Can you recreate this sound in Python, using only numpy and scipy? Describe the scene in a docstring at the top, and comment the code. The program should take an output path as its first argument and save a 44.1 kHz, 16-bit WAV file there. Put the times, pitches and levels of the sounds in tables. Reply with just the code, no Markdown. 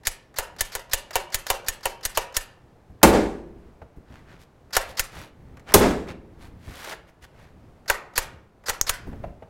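"""A hammer tacker works close by on a wrapped timber wall, over the low ventilation rumble of a workshop hall.
It opens with thirteen light strokes: each time the steel rattles, slides, cracks shut and knocks on the stud.
At 3 s a full blow sets the wall booming and overloads the input. Feet shift, jacket and wrap rustle,
two light strokes follow, then a second full blow at 5.7 s and a sleeve dragging along the wrap.
Four more strokes, a snap of the magazine latch among them, and a few shoe bumps end the scene."""
import sys
import numpy as np
from scipy import signal
from scipy.fft import rfft, irfft
from scipy.io import wavfile
from scipy.ndimage import uniform_filter1d

SR = 44100
rng = np.random.default_rng(int(sys.argv[2]) if len(sys.argv) > 2 else 0)


def dump_mix(stems):
    """Bounce the given channels to the path in sys.argv[1] as a 16-bit WAV at rate SR."""
    frames = np.atleast_2d(stems).T  # one column per channel
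    limited = np.clip(frames, -1, 1)  # hard clip at full scale
    pcm = np.round(limited * 32767).astype(np.int16)
    wavfile.write(sys.argv[1], SR, pcm)


N = 418509
T = np.arange(int(1.2 * SR)) / SR  # time axis of one event, in seconds

# The light strokes. Each row: time of the crack in seconds, strength in dB, stud knock in dB relative
# to that strength, turn of the housing towards the microphone from 0 to 1, slide length in seconds.
LIGHT_STROKES = [(0.0701, -17.5, -20.5, 0.32, .019), (0.3858, -20, -7, 0.42, .026),
                 (0.6075, -17.5, -19, 0, .023), (0.7511, -24, -8, 0.54, .036),
                 (0.9334, -15.5, -15.5, 0, .021), (1.1554, -19, -3, .05, .026),
                 (1.344, -18, -20, 0.14, .023), (1.5012, -17, -5, 0, .022),
                 (1.684, -19.5, -18.5, .05, .022), (1.855, -21.5, -3, 0.13, .026),
                 (2.0514, -19.5, -20, 0.2, .022), (2.1727, -19, -3, 0.2, .026),
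                 (2.366, -17, -20, 0.1, .024), (4.7662, -14.5, -8, .75, .04),
                 (4.9948, -17, -20, 0.74, .025), (7.8985, -18, -4, 0.98, .02),
                 (8.1778, -15.5, -12.5, 0.77, .022), (8.695, -21, -11.5, 0.87, .037),
                 (8.8937, -17, -17.5, 1, .028)]
# EQ curves that give noise its material. Each row: frequency in Hz, gain in dB.
SCRAPE_EQ = [(250, -14), (500, -3.5), (1000, -2), (1800, 3), (2600, -6.5), (4200, -1.5), (5600, -3.5),
             (7000, -4), (9500, -15), (11500, -9), (15500, -21)]  # steel sliding on steel
CRACK_EQ = [(200, -34.5), (600, -9.5), (1700, -1), (2900, -1.5), (3700, -1.5), (7000, 0.5), (9000, -0.5),
            (12000, -0.5), (15500, -5.5)]  # bright steel impact
HOUSING_EQ = [(300, -28), (700, -17), (1000, -8), (1500, -2), (1900, -2.5), (2400, -11), (6000, -37.5)]  # the tool's hollow shell
KNOCK_EQ = [(100, -22.5), (270, -24), (370, -4), (520, -1.5), (900, -2), (1200, -8.5), (2500, -20.5),
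            (8000, -52)]  # woody midrange
THUD_EQ = [(30, -2.5), (70, 3), (170, -6), (330, -11.5), (800, -30.5), (4000, -53.5)]  # deep, dull weight
CLOTH_EQ = [(200, -8.5), (600, 1), (1200, -1.5), (1900, -0.5), (3000, -9.5), (6000, -18.5), (15000, -35.5)]  # soft rub of fabric
HISS_EQ = [(800, -20), (2400, 2), (3500, 4), (8000, -4), (12000, -5), (15500, -11.5)]  # airy top of jacket and wrap


def undb(db):
    """Decibels to gain."""
    return 10 ** (np.asarray(db) / 20)


def along(points, hz):
    """Read a curve of (Hz, value) points on a log-frequency axis."""
    freqs, values = np.transpose(points)
    return np.interp(np.log(hz + 1e-3), np.log(freqs), values)


def colour(x, eq, size=2048):
    """Apply an EQ curve as a causal filter, built from its cepstrum."""
    gain = undb(along(eq, np.arange(size // 2 + 1) * SR / size))
    cepstrum = irfft(np.log(gain))
    cepstrum[1:size // 2] *= 2
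    cepstrum[size // 2 + 1:] = 0
    return signal.fftconvolve(x, irfft(np.exp(rfft(cepstrum))))[:len(x)]


def level(x, db, first_s=None):
    """Set the rms of a whole sound, or of its first first_s seconds."""
    head = x if first_s is None else x[:int(first_s * SR)]
    return x * undb(db) / np.sqrt(np.mean(head ** 2))


def add(out, s, x):
    """Mix a sound in at s seconds."""
    i = max(int(s * SR), 0)
    out[i:i + len(x)] += x[:N - i]


def fade(t60, rise_s):
    """Percussive envelope: a quick attack, then 60 dB of decay every t60 seconds."""
    t = T[T < 1.25 * t60 + .02]
    return (1 - np.exp(-t / rise_s)) * np.exp(-np.log(1000) * t / t60)


def grains(size, rough_db):
    """Friction: noise whose strength jumps from one tiny slip to the next."""
    slips = np.repeat(undb(rough_db * rng.standard_normal(size // 64 + 1)), 64)[:size]
    return slips * rng.standard_normal(size)


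def burst(eq, t60, rise_s, rough_db=0):
    """Modes too dense to tell apart: coloured noise that dies away, roughened where parts chatter."""
    envelope = fade(t60, rise_s)
    return colour(envelope * grains(len(envelope), rough_db), eq)


def ring(modes, rise_s, scatter_db=2.5, detune=.002, damping=1):
    """Damped modes whose balance varies with where the blow lands; damping divides their decay times."""
    out = np.zeros(len(T))
    for (hz, db, t60), (share, drift, phase) in zip(modes, rng.standard_normal((len(modes), 3))):
        envelope = fade(t60 / damping, rise_s)
        tone = np.sin(2 * np.pi * (hz * (1 + detune * drift) * T[:len(envelope)] + phase))
        add(out, 0, undb(db + scatter_db * share) * envelope * tone)
    return out


def ventilation(db=-54.5):
    """The bed: low rumble of the building, slowly wandering in level."""
    # Spectrum of the moving air. Each row: frequency in Hz, gain in dB.
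    air_eq = [(25, -5), (50, 0), (80, -2), (130, -2), (220, -8), (450, -10), (800, -14), (1500, -22.5),
              (3000, -32.5), (8000, -41), (16000, -48)]
    wander_db = 1.5 * np.interp(np.arange(N), np.linspace(0, N, 50), rng.standard_normal(50))
    return level(colour(rng.standard_normal(N), air_eq) * undb(wander_db), db)


def click(tick_db, body_db):
    """A loose steel part ticks, and the body of the tool answers."""
    out = np.zeros(len(T))
    add(out, 0, level(burst(SCRAPE_EQ, t60=.035, rise_s=.0004), tick_db - 2, .01))
    add(out, 0, level(burst(CRACK_EQ, t60=.035, rise_s=.0004), tick_db - 10.5, .0053))
    add(out, 0, level(burst(HOUSING_EQ, t60=.05, rise_s=.001), body_db - 6.5, .01))
    add(out, 0, level(burst(KNOCK_EQ, t60=.063, rise_s=.0018), body_db - 5.5, .0072))
    return out


def loose_parts(lead_s=.019, scatter_s=.0021):
    """Loose parts rattle as the swing turns, just before each slide, and click as the tool is handled."""
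    # Handling clicks. Each row: start in seconds, tick strength in dB, body strength in dB.
    handling = [(.794, -42.5, -50), (1.107, -41, -35.5), (1.4669, -28.5, -39), (3.015, -70.5, -42.5),
                (4.733, -35.5, -48), (4.751, -26, -35), (5.57, -57.5, -46), (5.595, -57.5, -50.5),
                (5.72, -41, -30), (6.845, -39.5, -39), (6.929, -47.5, -33.5), (8.683, -27, -27.5),
                (8.691, -24, -40)]
    out = np.zeros(N)
    jitters_s = scatter_s * rng.standard_normal(len(LIGHT_STROKES))
    for (s, _, _, turned, slide_s), jitter_s in zip(LIGHT_STROKES, jitters_s):
        rattle = click(tick_db=-53 - 8 * turned, body_db=-48.5)  # the turned housing shades the tick
        add(out, s - slide_s - lead_s + jitter_s, rattle)
    for s, tick_db, body_db in handling:
        add(out, s, click(tick_db, body_db))
    return out


def slide(length_s, db, from_hz=5400, to_hz=3900, width_hz=700, squeak_db=-3):
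    """The driver scrapes down its guide; the spring's resonance falls as it goes."""
    size = int((length_s + .006) * SR)
    wobble = uniform_filter1d(rng.standard_normal(size), int(SR / width_hz))
    squeak = wobble * np.sin(2 * np.pi * np.cumsum(np.linspace(from_hz, to_hz, size)) / SR)
    scrape = colour(grains(size, rough_db=.5), SCRAPE_EQ)
    friction = level(scrape, 0) + level(squeak, squeak_db)
    return level(friction * signal.windows.tukey(size, .5), db)


def strokes():
    """Steel slides, cracks shut and knocks on the stud. Returns the hits and their close-up detail."""
    # Ringing parts. Each row: frequency in Hz, relative level in dB, 60 dB decay time in seconds.
    stud_modes = [(528, -8, 0.083), (539.7, -3, 0.15), (638, -6.5, 0.092), (755, -7.5, 0.16),
                  (891.5, 0.5, 0.073), (944, -4.5, 0.19), (1006, -7.5, 0.11), (1060, -8, 0.13)]  # the timber, damped further below
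    clack_modes = [(1747.8, -2, .05), (1794, -1.46, .06)]  # the mechanism closing
    nose_modes = [(2313, -4.5, .08), (2580, -5, .06), (2710, -2.5, .08), (2826, 0, 0.053),
                  (3009, -1.5, .05), (3043, -1.5, .06), (3660, -7, 0.06)]  # the nose meeting the stud squarely
    steel_modes = [(1421, -12, 0.04), (1763, 2, .07), (1837, -2.5, 0.035), (2067, 1, .05),
                   (2785, -5, 0.036), (2946, -6.5, 0.031), (3740, -7.5, .04), (4150, -8.5, 0.03),
                   (4720, -9, 0.033), (5400, -9.5, 0.036), (6310, -6, 0.033), (6807, 9.5, 0.061),
                   (7760, -7, 0.034), (10594, -11.5, .04), (11020, -3.5, .04), (11600, -4, 0.044),
                   (12600, -8.5, .04), (13647, -5.5, .04), (14303, -8, .04)]  # fine ring of the steel
    spring_modes = [(5830, -8, .08), (6450, -2.5, 0.11), (6740, -1, 0.11), (10320, -3.5, .07)]  # high zing of the spring
    out, close = np.zeros(N), np.zeros(N)
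    for s, db, knock_db, turned, slide_s in LIGHT_STROKES:
        # A firm knock drives the housing and holds steel, clack and spring still.
        # Turning the housing to the microphone brings out shell and slide, and shades the ringing metal.
        stud_db = db + knock_db
        housing_db = db - 12.5 + .5 * knock_db + 15.5 * turned
        steel_db = db - 10 - .13 * knock_db - turned
        clack_db = db - 22 - .35 * knock_db - 5 * turned
        spring_db = db - 41 - .6 * knock_db - 3.5 * turned
        nose_db = stud_db - 4.5 - 9 * turned
        add(out, s - slide_s - .002, slide(slide_s, db - 22 + 7 * turned))
        add(out, s, level(burst(CRACK_EQ, t60=.014, rise_s=.0008, rough_db=5), db - .5, .005))
        crack_tail = burst(CRACK_EQ, t60=.04, rise_s=.0031, rough_db=2.5)
        add(out, s + .001, level(crack_tail, steel_db + 1.5, .012))
        add(out, s, level(burst(KNOCK_EQ, t60=.078, rise_s=.0013), stud_db - 3, .021))
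        add(out, s, level(burst(HOUSING_EQ, t60=.038, rise_s=.00075), housing_db, .012))
        stud_ring = ring(stud_modes, rise_s=.0011, scatter_db=1, detune=.015, damping=1.8)
        add(out, s, level(stud_ring, stud_db - 4.5, .025))
        add(out, s, level(ring(clack_modes, rise_s=.00044, detune=.012), clack_db, .0097))
        add(out, s, level(ring(nose_modes, rise_s=.0006, detune=.011), nose_db, .012))
        staple_buzz = burst(SCRAPE_EQ, t60=.17, rise_s=.0068, rough_db=3)
        add(out, s, level(staple_buzz, stud_db - 15, .034))
        steel_ring = ring(steel_modes, rise_s=.0005, scatter_db=2, detune=.0067)
        add(close, s, level(steel_ring, steel_db - 5.5, .015))
        add(close, s, level(ring(spring_modes, rise_s=.0005, detune=.0042), spring_db, .031))
        add(close, s + .0044, low_thump(db - 17.5))
    return out, close


def low_thump(db, swing_hz=24, push_hz=58, push_t60=.091):
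    """A low thump under each sharp crack: a short bass push over a very low swing."""
    envelope = fade(t60=.18, rise_s=.002)
    t = T[:len(envelope)]
    swing = np.sin(2 * np.pi * swing_hz * t)
    push = np.exp(-np.log(1000) * t / push_t60) * np.sin(2 * np.pi * push_hz * t)
    return level(-envelope * (swing + push), db, .066)


def hall(x, wet_db=-13, echo_s=.039, echo_db=-1, build_s=.008):
    """A diffuse tail that loses its treble first, with a cluster of echoes off the far wall."""
    # Decay of the hall. Each row: frequency in Hz, 60 dB decay time in seconds.
    decay_times = [(100, .9), (500, 0.69), (2000, 0.4803), (5000, 0.38), (8000, 0.28), (14000, 0.1)]
    # Tone of the reverb. Each row: frequency in Hz, gain in dB.
    hall_eq = [(30, -12.5), (200, -0.5), (450, 0.5), (1000, -0.5), (2000, -0.5), (2850, 1.5), (3600, -1.5),
               (6000, -4), (11000, -3), (15500, -11)]
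    spectrum = rfft(rng.standard_normal(len(T)))
    hz = np.arange(len(spectrum)) * SR / len(T)
    octave = np.log2(np.clip(hz, 125, 16000) / 125)
    tail = np.zeros(len(T))
    for k in range(8):
        band = irfft(spectrum * np.maximum(1 - abs(octave - k), 0), len(T))
        tail += band * np.exp(-np.log(1000) * T / along(decay_times, 125 * 2 ** k))
    tail *= 1 - np.exp(-T / build_s)
    echo_envelope = fade(t60=.13, rise_s=.0011)
    add(tail, echo_s, undb(echo_db) * echo_envelope * rng.standard_normal(len(echo_envelope)))
    response = colour(tail / np.sqrt(np.sum(tail ** 2)), hall_eq)
    return undb(wet_db) * signal.fftconvolve(x, response)[:N]


def shoe_bumps():
    """Shoes hit the floor frame: a low thud with a hollow wooden knock."""
    # The bumps. Each row: start in seconds, thud level in dB, wood level in dB.
    bumps = [(2.895, -43.5, -61), (3.816, -45.5, -42.5), (3.96, -42, -70), (4.1, -44, -65.5),
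             (6.67, -36, -54.5), (9.066, -35.5, -44.5), (9.128, -49.5, -44.5), (9.237, -42.5, -30.5),
             (9.422, -50.5, -40)]
    # Hollow tone of the frame. Each row: frequency in Hz, gain in dB.
    frame_eq = [(150, -14.5), (400, -8), (620, -0.5), (760, -3.5), (1000, -15), (2000, -23), (5000, -45.5),
                (15000, -61.5)]
    out = np.zeros(N)
    for s, thud_db, wood_db in bumps:
        add(out, s, level(burst(THUD_EQ, t60=.2, rise_s=.0046), thud_db, .03))
        add(out, s, level(burst(frame_eq, t60=.054, rise_s=.003), wood_db, .011))
    return out


def full_blows():
    """A full swing sinks the staple; the sheathing booms like a drum, flexes and slaps back on the frame."""
    # The blows. Each row: start in seconds, crack level in dB, wall strength in dB, flex level in dB,
    # delay of the slap in seconds, slap level in dB.
    blows = [(3.0297, -7.5, -7, -27, .096, -17.5), (5.739, -7, -11.5, -22, .068, -17)]
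    # The wall's modes. Each row: frequency in Hz, relative level in dB, 60 dB decay time in seconds.
    wall_modes = [(47.7, -8.5, 1.0), (61.7, -7.5, 0.97), (161.06, -11, 0.94), (199.2, -3, 0.65),
                  (213.6, -2, 0.64), (271.2, -5.5, .7), (307, -0.5, .6), (337, 0, 0.81), (403.5, -4.5, 0.8),
                  (473.7, -1.5, 0.42), (533.1, -2, .45), (551.4, -5.5, .35), (596.4, -8.5, .45),
                  (747.6, -4, 0.46), (772, -8.5, 0.51), (880, -7, .35), (949.6, -10, 0.55)]
    # Boom of the sheathing. Each row: frequency in Hz, gain in dB.
    boom_eq = [(30, -9.5), (65, -6), (120, -13), (210, 2.5), (480, -1), (850, -9.5), (1100, -15),
               (1700, -14.5), (3000, -25), (8000, -32), (15000, -49.5)]
    out = np.zeros(N)
    for s, crack_db, wall_db, flex_db, slap_s, slap_db in blows:
        add(out, s, level(burst(CRACK_EQ, t60=.04, rise_s=.003), crack_db, .015))
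        add(out, s, level(burst(KNOCK_EQ, t60=.09, rise_s=.003), wall_db - .5, .028))
        add(out, s, level(ring(wall_modes, rise_s=.0043, detune=.005), wall_db - 7.5, .04))
        add(out, s, level(burst(boom_eq, t60=.29, rise_s=.0035), wall_db - 4.5, .048))
        buzz = burst(CRACK_EQ, t60=.22, rise_s=.0091)  # wrap and fittings
        add(out, s, level(buzz, crack_db - 17.5, .04))
        add(out, s, level(burst(THUD_EQ, t60=.8, rise_s=.0066), flex_db, .079))
        add(out, s + slap_s, level(burst(boom_eq, t60=.4415, rise_s=.0077), slap_db, .0318))
    return out


def rub(size, layers):
    """Steady, grainy friction; each layer is an EQ curve and its level in dB."""
    return sum(level(colour(grains(size, rough_db=3.5), eq), db) for eq, db in layers)


def brush(half_width_s, layers):
    """A bell-shaped swell of friction that peaks three half widths in."""
    swell = np.exp(-np.linspace(-3, 3, int(6 * half_width_s * SR)) ** 2)
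    return swell * rub(len(swell), layers)


def weight_shifts(scuff_db=-21.5):
    """The floor rumbles under shifting weight while the soles scuff faintly along."""
    # The shifts. Each row: peak time in seconds, half width in seconds, rumble level in dB.
    shifts = [(3.55, 0.189, -47), (4.25, 0.146, -52.5), (5.5, .15, -45.5), (6.5, 0.304, -47),
              (7.6, .14, -49.5), (8.3, 0.1216, -47), (9.17, 0.1583, -38.5)]
    out = np.zeros(N)
    for s, half_width_s, db in shifts:
        add(out, s - 3 * half_width_s, brush(half_width_s, [(THUD_EQ, db), (CLOTH_EQ, db + scuff_db)]))
    return out


def rustles(flutter_db=-.5):
    """Jacket and wrap brush in short swells: soft rub, hiss and a low flutter of cloth. The swell just after
    the second full blow is the wrap still buzzing from it."""
    # The swells. Each row: peak time in seconds, half width in seconds, rub level in dB, hiss level in dB.
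    swells = [(4.15, 0.0722, -54.5, -72), (4.32, 0.0569, -53, -73), (4.42, 0.0264, -58, -60),
              (4.9, 0.0295, -47, -50.5), (5.19, 0.0654, -42.5, -50.5), (5.705, 0.0266, -38, -60),
              (5.88, .05, -42.5, -43), (6.1, .023, -38, -61.5), (6.44, .04, -52.5, -57.5),
              (7.09, 0.0163, -59, -64.5), (7.24, 0.01757, -48.5, -53.5), (7.419, 0.0684, -55, -69.5)]
    out = np.zeros(N)
    for s, half_width_s, db, hiss_db in swells:
        layers = [(CLOTH_EQ, db), (HISS_EQ, hiss_db), (THUD_EQ, db + flutter_db)]
        add(out, s - 3 * half_width_s, brush(half_width_s, layers))
    return out


def sleeve_drag(start_s=6.56, stop_s=6.93, db=-38.5, release_t60=.084):
    """A sleeve drags over the wrap, louder as the arm speeds up, and dies away when it stops."""
    out = np.zeros(N)
    speed = np.minimum(T / (stop_s - start_s), 1)
    release = np.exp(-np.log(1000) * np.maximum(start_s + T - stop_s, 0) / release_t60)
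    friction = rub(len(T), [(CLOTH_EQ, db), (HISS_EQ, db - 4)])
    add(out, start_s, friction * speed ** 1.45 * release)
    return out


def latch(s=8.8123, db=-17, thump_db=-35.5):
    """The magazine latch snaps right at the microphone: a bright tick, a short tail, a small low thump."""
    # Tone of the snap. Each row: frequency in Hz, gain in dB.
    snap_eq = [(500, -16), (4000, -20), (5200, -7.5), (6400, 4.5), (8000, -7), (9500, -17.5),
               (15000, -19.5)]
    out = np.zeros(N)
    add(out, s, level(burst(snap_eq, t60=.00497, rise_s=.00063), db, .0128))
    add(out, s, level(burst(snap_eq, t60=.084, rise_s=.001), db - 14, .009))
    add(out, s, low_thump(thump_db))
    return out


def scene(close_send=.18, directions=2):
    """Tool, wall and worker sound into the hall; the close-up detail hardly stirs it."""
    tool, close = strokes()
    close += latch()
    work = loose_parts() + full_blows() + shoe_bumps() + weight_shifts() + rustles() + sleeve_drag()
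    reverb = hall(work + close_send * close)
    # The tool radiates differently in each direction, so its echo is smoother than its direct sound.
    reverb += sum(hall(strokes()[0]) for _ in range(directions)) / np.sqrt(directions)
    return (tool + work + close + reverb + ventilation())[None]


def record(dry, ceiling=.84, top_hz=15900):
    """The input stage flattens the highest peaks, and a steep low-pass cuts off the top."""
    clipped = dry / (1 + (dry / ceiling) ** 6) ** (1 / 6)
    lowpass = signal.ellip(10, .1, 90, top_hz, fs=SR, output="sos")
    return signal.sosfilt(lowpass, clipped)


dry = scene()
out = record(dry)
dump_mix(out)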